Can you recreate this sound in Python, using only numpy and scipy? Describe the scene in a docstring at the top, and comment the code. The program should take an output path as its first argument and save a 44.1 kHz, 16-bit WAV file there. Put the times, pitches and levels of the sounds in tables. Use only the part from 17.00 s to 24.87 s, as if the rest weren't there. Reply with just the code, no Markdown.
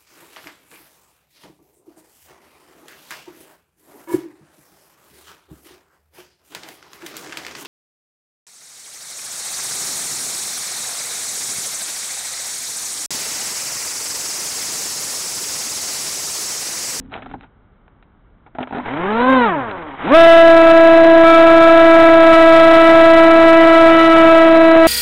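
"""Two propellers of a hand-held electric model aircraft, heard by a small camera on the frame.
Each is a sum of shaft harmonics; the motors jerk, rev briefly, coast down, then go to full throttle.
The second turns slightly faster than the first, and the blades chop noise shaped as turbulent air.
Fingers rub and knock the frame as noise ringing its modes; a squeal rises as a rotor catches.
Over open air, the sum saturates the microphone input and is mirrored by slow sampling.
"""
import sys
import numpy as np
from scipy import signal
from scipy.fft import rfft, irfft, next_fast_len
from scipy.io import wavfile
from scipy.ndimage import uniform_filter1d

SR = 44100
rng = np.random.default_rng(int(sys.argv[2]) if len(sys.argv) > 2 else 0)


def generate_wav(sig):
    """Save sig (samples, or channels by samples) to the path in sys.argv[1] as 16-bit PCM at SR."""
    pcm = np.round(np.clip(np.atleast_2d(sig).T, -1, 1) * 32767).astype(np.int16)
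    wavfile.write(sys.argv[1], SR, pcm)


N = 347067
TIME = np.arange(N) / SR  # s
FULL_HZ = 330  # reference shaft speed at full throttle

# modes of the airframe, lowest first: (frequency [Hz], bandwidth [Hz], gain [dB])
FRAME_MODES = [(253, 12.6, -21), (432, 120, 8), (793, 220, 20), (1357, 370, 13.5), (2160, 140, -8),
               (3000, 700, -33), (3650, 200, -33)]


def amp(db):
    """Decibel law: an amplitude factor grows tenfold every 20 dB."""
    return np.exp(np.asarray(db) * np.log(10) / 20)


def unit(x):
    """Power normalisation: scales a signal to an rms of 1."""
    return x / np.sqrt(np.mean(x ** 2) + 1e-20)


def on_log_axis(points, hz):
    """Logarithmic interpolation: reads a table of (frequency [Hz], value) along octaves."""
    f, value = np.transpose(points)
    return np.interp(np.log(hz + 1), np.log(f + 1), value)


def curves(rows):
    """Linear interpolation: draws each column of a (time [s], ...) table over the whole time."""
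    s, *columns = np.transpose(rows)
    return [np.interp(TIME, s, column) for column in columns]


def coloured(points):
    """Spectral shaping: white noise weighted along frequency, then brought to an rms of 1."""
    size = next_fast_len(N, True)
    weight = amp(on_log_axis(points, np.fft.rfftfreq(size, 1 / SR)))
    spectrum = rfft(rng.standard_normal(size)) * weight
    return unit(irfft(spectrum, size)[:N])


def wander(rate_hz):
    """Band-limited chance: random knots joined by lines, of rms about 1, up to about this rate."""
    knots = rng.standard_normal(int(TIME[-1] * 2 * rate_hz) + 2)
    joined = np.interp(TIME * 2 * rate_hz, np.arange(len(knots)), knots)
    return joined * np.sqrt(3 / 2)  # the lines between knots lose a third of the power


def add(mix, s, sound):
    """Superposition: adds a sound into the mix from time s [s]."""
    part = mix[max(round(s * SR), 0):][:len(sound)]
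    part += sound[:len(part)]


def ring(x, modes):
    """Modal resonance: an excitation drives parallel resonators, whose outputs add."""
    out = 0
    for hz, width, db in modes:
        out = out + amp(db) * signal.lfilter(*signal.iirpeak(hz, hz / width, SR), x)
    return out


def open_air():
    """Broadband ambient noise: a stationary random pressure with a fixed spectrum."""
    # spectrum of the open air: (frequency [Hz], relative spectral level [dB])
    air_spectrum = [(20, -12.5), (30, 7.5), (60, 2), (200, -3.5), (600, -15), (1400, -15.5), (1900, -25.5),
                    (2250, -25), (2450, -34), (3100, -31.5), (4000, -39.5)]
    level_db = -52  # rms
    return amp(level_db) * coloured(air_spectrum)


def rubbing(shudder_db=-2, scrape_db=-8, slips_per_s=2500, spread_db=3):
    """Stick-slip friction: many tiny random slips ring the frame, over a low shudder."""
    # rubbing of the hand, then of the starting motor, as two lists:
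    # (time [s], low shudder before its trim [dB], scrape before its trim [dB])
    rubs = [
        [(0.0, -34, -54), (0.098, -41, -52), (0.14, -44, -24), (0.202, -42, -43), (0.328, -37, -40),
         (0.342, -43, -39), (0.358, -36, -57), (0.382, -42, -51), (0.436, -47, -40), (0.48, -58, -60)],
        [(1.69, -56, -34), (1.72, -31, -46), (1.746, -27, -29), (1.792, -22.5, -57), (1.848, -40, -45),
         (1.88, -40, -50)],
    ]
    # spectrum of the hand's shudder: (frequency [Hz], relative spectral level [dB])
    shudder_spectrum = [(18, -23), (30, -2), (97, -6), (140, -6), (227, -9), (265, 4), (309, -16),
                        (500, -20), (650, -52), (1100, -120)]

    strength = rng.standard_normal(N) * amp(spread_db * np.minimum(rng.exponential(1, N), 3))
    slips = strength * (rng.random(N) < slips_per_s / SR)
    scrape = unit(ring(slips, FRAME_MODES))
    hand_shudder = coloured(shudder_spectrum)
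    motor_shudder = unit(ring(slips, FRAME_MODES[:1]))  # the lowest mode alone

    out = np.zeros(N)
    for rows, shudder in zip(rubs, (hand_shudder, motor_shudder)):
        low_db, high_db = curves(rows)
        inside = 1. * (TIME >= rows[0][0]) * (TIME <= rows[-1][0])
        touching = uniform_filter1d(inside, size=400)  # softens both ends
        out += touching * amp(low_db + shudder_db) * shudder
        out += touching * amp(high_db + scrape_db) * scrape
    return out


def contacts(rows, ring_db, soft_hz=300, top_hz=4000):
    """Impact excitation: a gritty push rings the frame; a longer one swings the lowest mode more."""
    out, t = np.zeros(N), np.arange(8192) / SR
    hz = np.fft.rfftfreq(len(t), 1 / SR)
    octaves = np.log2(np.minimum(hz, top_hz) + soft_hz)  # soft_hz flattens the tilt in the bass
    boom_hz, boom_width, _ = FRAME_MODES[0]
    boom = np.sin(2 * np.pi * boom_hz * t) * np.exp(-np.pi * boom_width * t)
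    for s, peak_db, tilt_db, fade in rows:
        push = rng.standard_normal(len(t)) * np.exp(-t / max(fade, 1 / 2000))
        spectrum = rfft(ring(push, FRAME_MODES[1:]))
        spectrum = spectrum * amp(tilt_db * octaves) * (hz < top_hz)
        click = irfft(spectrum) * (1 - t / t[-1])
        swing = amp(ring_db) * fade / .01  # ring_db holds for a push of 10 ms
        add(out, s, amp(peak_db) * (click / abs(click).max() + swing * boom))
    return out


def finger_knocks():
    """Impact excitation: fingers strike the frame, with a weak swing of its lowest mode."""
    # (time [s], peak of the click [dB], treble tilt [dB per octave], 1/e fade, at least 0.0005 [s])
    knock_rows = [(0.120, -30, -9, .004), (0.13, -24, -7, 0.0044), (0.139, -16.5, 1.5, 0.0043),
                  (0.153, -20, -7, 0.0093), (0.163, -24, -3, .0045), (0.176, -24.5, -6, 0.017),
                  (0.222, -27.5, 0, .0078), (0.26, -27.5, -7, 0.0073), (0.298, -36, -4, .005),
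                  (0.313, -26.5, -3, 0.0059), (0.338, -19, -13, 0.0091), (0.410, -28.5, 1, 0.00078),
                  (0.431, -37, -3, 0.016), (0.880, -38, -4, 0.0017), (1.026, -39.5, 3, 0.0056),
                  (1.464, -36, -6, 0.011), (2.713, -18, -3, .002), (2.825, -24, -8, .002)]
    return contacts(knock_rows, ring_db=-22.5)


def motor_jerks():
    """Torque reaction: the motors jerk the frame before they catch, swinging its lowest mode more."""
    # (time [s], peak of the click [dB], treble tilt [dB per octave], 1/e fade, at least 0.0005 [s])
    jerk_rows = [(1.550, -27, -7, 0.015), (1.585, -15, -7.5, 0.0093), (1.605, -18.5, -6, 0.031),
                 (1.629, -19, 1.5, .0052), (1.673, -23.5, -7, 0.0055), (1.708, -21.5, -8.5, 0.0075),
                 (1.725, -19, -8, 0.02), (1.748, -17, -6, 0.025), (1.770, -18, -8, 0.013),
                 (1.784, -15.5, -5, 0.0047), (1.799, -16.5, -8.5, .007)]
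    return contacts(jerk_rows, ring_db=-14)


def squeal(octave_db=-9):
    """Gliding two-partial tone: the windings squeal upward, with the octave, as the rotor catches."""
    # (time [s], frequency of the lower partial [Hz], its peak level [dB])
    glide = [(1.765, 600, -67), (1.785, 748, -27), (1.80, 980, -29), (1.812, 1110, -33)]
    hz, db = curves(glide)
    angle = 2 * np.pi * np.cumsum(hz) / SR
    sounding = (TIME > glide[0][0]) * (TIME < glide[-1][0])
    return sounding * amp(db) * (np.sin(angle) + amp(octave_db) * np.sin(2 * angle))


def shaft_speed():
    """Rotor dynamics: a short rev, a coast against air drag, and a run-up that levels off."""
    # shaft speed in the short rev, until the throttle is cut: (time [s], speed [Hz])
    rev = [(1.85, 97), (2.0, 168), (2.1, 208), (2.22, 245), (2.3, 264), (2.34, 262), (2.38, 254),
           (2.45, 230), (2.5, 188)]
    # top speed that the battery allows: (time [s], speed [Hz])
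    top_speed = [(3.2, 333), (3.5, 331), (3.62, 329.2), (4.75, 330), (5.05, 329.2), (5.4, 327.5),
                 (5.85, 328.7), (6.85, 328.8), (7.3, 327.4), (7.87, 326.7)]
    drag = .0218  # s per s: one turn takes this much longer every second of coasting
    open_s, open_hz, rise_s = 3.02, 106, .0955  # at full throttle: a factor e in each rise time

    cut_s, cut_hz = rev[-1]
    coast = 1 / (1 / cut_hz + drag * np.maximum(TIME - cut_s, 0))
    rising = open_hz * np.exp(np.clip((TIME - open_s) / rise_s, -10, 10))
    run_up = (rising ** -6 + curves(top_speed)[0] ** -6) ** (-1 / 6)  # a smooth minimum of the two
    return np.maximum(np.where(TIME < cut_s, curves(rev)[0], coast), run_up)


def tones(speed_hz, full, count=20, third_db=13, fifth_db=6):
    """Blade loading and transfer: each order grows with speed and load, coloured by the airframe."""
    # how strongly the airframe passes a tone to the microphone: (frequency [Hz], gain [dB])
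    transfer = [(90, -7), (180, -1.5), (280, 1), (450, 0.5), (680, 0.5), (1000, 3.5), (1300, -3),
                (1560, -3), (2000, -14), (2650, -19), (3300, -27.5), (4000, -27), (6500, -24.5)]
    # narrow frame resonance, lit by passing tones at part throttle:
    # (frequency [Hz], half width [Hz], gain [dB])
    boom_hz, boom_width, boom_db = (287, 24, 8.7)
    # under full load, order 2, the blade tone: (time [s], extra level [dB])
    blade_level = [(3.2, 13), (3.47, 12), (3.6, 9), (4.9, 9), (5.45, 9), (6.0, 8.5), (6.35, 7), (6.87, 7.5),
                   (7.02, 2), (7.15, 6), (7.87, 7.5)]
    # under full load, order 4, its octave: (time [s], extra level [dB])
    octave_level = [(3.2, 8), (3.92, 2), (4.06, -4), (4.3, 9.5), (4.6, 6), (5.8, 6), (6.15, 5.5), (7.25, 7),
                    (7.5, 1), (7.87, 3)]
    # under full load, order 6, the upper whine: (time [s], extra level [dB])
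    whine_level = [(3.2, 4.5), (4.1, 2), (5.4, 9), (5.8, 9.5), (7.15, 8.5), (7.5, 5.5)]
    base_db, db_per_octave = -14, 15.5  # at full speed, and per octave of speed
    odd_db = -19.5  # odd orders above the first are weak: the two blades are nearly alike
    load_hum_db, load_even_db, load_odd_db = 5, 4.5, -7  # unbalance hum, higher even and odd orders
    stalled_db, biting_db, onset = -8, 4, 4.2  # dB, dB, octaves per s at which both set in
    thin_db, thin_from_hz, thin_to_hz = 5.5, 2700, 3200  # brighter top at part throttle

    octaves = np.log2(speed_hz / FULL_HZ)
    # blades stall while they speed up and bite cleanly while they slow down
    stall = np.tanh(uniform_filter1d(np.gradient(octaves, TIME), size=3000) / onset)
    overtone_db = np.interp(stall, [-1, 0, 1], [biting_db, 0, stalled_db])
    # extra dB of single orders at part throttle and under full load
    light = {1: 0, 2: 0, 3: third_db, 5: fifth_db}
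    load = {1: load_hum_db, 2: curves(blade_level)[0],
            4: curves(octave_level)[0], 6: curves(whine_level)[0]}

    orders = []
    for k in [*range(1, count // 2, 2), *range(2, count, 2)]:
        odd, hz = k > 1 and k % 2, k * speed_hz
        load_db = load.get(k, load_odd_db if odd else load_even_db)
        light_db = light.get(k, overtone_db) + boom_db / (1 + ((hz - boom_hz) / boom_width) ** 2)
        light_db += np.interp(hz, [thin_from_hz, thin_to_hz], [0, thin_db])
        level_db = base_db + db_per_octave * octaves + on_log_axis(transfer, hz) + odd * odd_db
        orders.append((k, level_db + full * load_db + (1 - full) * light_db))
    return orders


def propeller(speed_hz, orders, full, jitter=0.054, flutter=0.092, drift_db=0.57,
              lag=0.036, part_lag=0.248):
    """Rotor harmonics: suction pulses lock to the shaft; uneven inflow shakes timing and strength."""
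    angle = 2 * np.pi * np.cumsum(speed_hz) / SR + jitter * wander(45)
    out = np.zeros(N)
    for k, db in orders:
        # higher orders flutter more
        strength = amp(db + drift_db * wander(4)) * (1 + flutter * min(k, 8) / 2 * wander(35))
        # phase shift on the way through the frame; lightly loaded blades give blunter pulses
        shift = lag * k * (k - 1) + part_lag * (1 - full) * min(k, 10) ** 2
        out -= strength * np.cos(k * angle + shift)
    return np.sqrt(2) * out


def blade_wash(speed_hz, full, chop=0.21, gust_db=2.0):
    """Turbulence noise: random flow off the blades, modulated at the two-blade passing rate."""
    # spectrum of the turbulent air: (frequency [Hz], relative spectral level [dB])
    wash_spectrum = [(20, -3), (45, -21), (100, -9), (180, -12.5), (260, -8), (400, -8), (850, -2.5),
                     (1150, -5.5), (1550, -7.5), (1850, -8.5), (2200, -10.5), (2480, -14.5), (2800, -18),
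                     (3200, -17), (3500, -23.5), (3800, -24), (4400, -44)]
    base_db, db_per_octave = -21, 6  # at steady full speed, and per octave of speed
    part_db = -2.5  # softer at part throttle
    stall_db = 3.5  # louder while the blades speed up by an octave in a tenth of a second

    octaves = np.log2(speed_hz / FULL_HZ)
    strokes = 1 + chop * np.cos(2 * 2 * np.pi * np.cumsum(speed_hz) / SR)
    speeding_up = np.maximum(np.gradient(octaves, TIME), 0) / 10  # octaves per tenth of a second
    speeding_up = uniform_filter1d(speeding_up, size=2000)
    level_db = base_db + db_per_octave * octaves + part_db * (1 - full) + stall_db * speeding_up
    return coloured(wash_spectrum) * strokes * amp(level_db + gust_db * wander(40))


def motors(second_unbalance_db=-12, load_from_hz=255):
    """Beating of detuned rotors: two propellers at a fixed speed ratio, with their turbulence."""
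    second_ratio = 1.0456  # the shared battery holds both rotors at one ratio
    second_part_db, second_full_db = -10.5, -15  # second rotor's trim at part and full throttle
    second_dull_db = 5.5  # dB per octave: its overtones fall away faster at full throttle

    speed_hz = shaft_speed()
    full = np.interp(speed_hz, [load_from_hz, FULL_HZ - 10], [0, 1])  # 0 part, 1 full throttle
    orders = tones(speed_hz, full)
    leading = propeller(speed_hz, orders, full)

    # the second rotor is better balanced: a weaker hum, at 0.91 of its speed, and even orders only
    second_orders = [(0.91, orders[0][1] + second_unbalance_db)]
    for k, db in orders:
        if k % 2 == 0:
            second_orders.append((k, db - second_dull_db * full * np.log2(k / 2)))
    second_db = second_part_db * (1 - full) + second_full_db * full
    trailing = amp(second_db) * propeller(speed_hz * second_ratio, second_orders, full)

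    fade_in = np.interp(TIME, [1.78, 1.86], [0, 1])
    return (leading + trailing + blade_wash(speed_hz, full)) * fade_in


def scene():
    """Superposition: open air, handling, starting noises and motors add as pressures."""
    handling = rubbing() + finger_knocks()
    starting = motor_jerks() + squeal()
    return (open_air() + handling + starting + motors())[None]


def low_pass(x, hz, size):
    """Linear-phase filtering: a windowed-sinc kernel removes what lies above hz."""
    kernel = signal.firwin(size, hz, window=("kaiser", 9), fs=SR)
    return signal.oaconvolve(x, kernel[None], "same")


def record(dry, ceiling=0.68, knee=8, output_ceiling=0.68, grit=0.049, grit_hz=900,
           input_hz=4300, filter_hz=4050, mirror_db=-3):
    """Saturation and aliasing: the input overloads, slow sampling mirrors the top, the output clips."""
    camera_hz, edge_hz = 8000, 15800  # sampling rate of the camera; final low-pass
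    saturated = dry / (1 + abs(dry / ceiling) ** knee) ** (1 / knee)
    ragged = saturated * (1 + grit * wander(grit_hz))  # uneven peaks make the overload crackle
    # a carrier at the sampling rate folds each tone f to camera_hz - f
    carrier = 1 + 2 * amp(mirror_db) * np.cos(2 * np.pi * camera_hz * TIME)
    sampled = low_pass(ragged, input_hz, size=201) * carrier
    narrow = low_pass(sampled, filter_hz, size=301)
    clipped = np.clip(narrow, -output_ceiling, output_ceiling)  # the filter's overshoot clips again
    return low_pass(clipped, edge_hz, size=511)


dry = scene()
out = record(dry)
generate_wav(out)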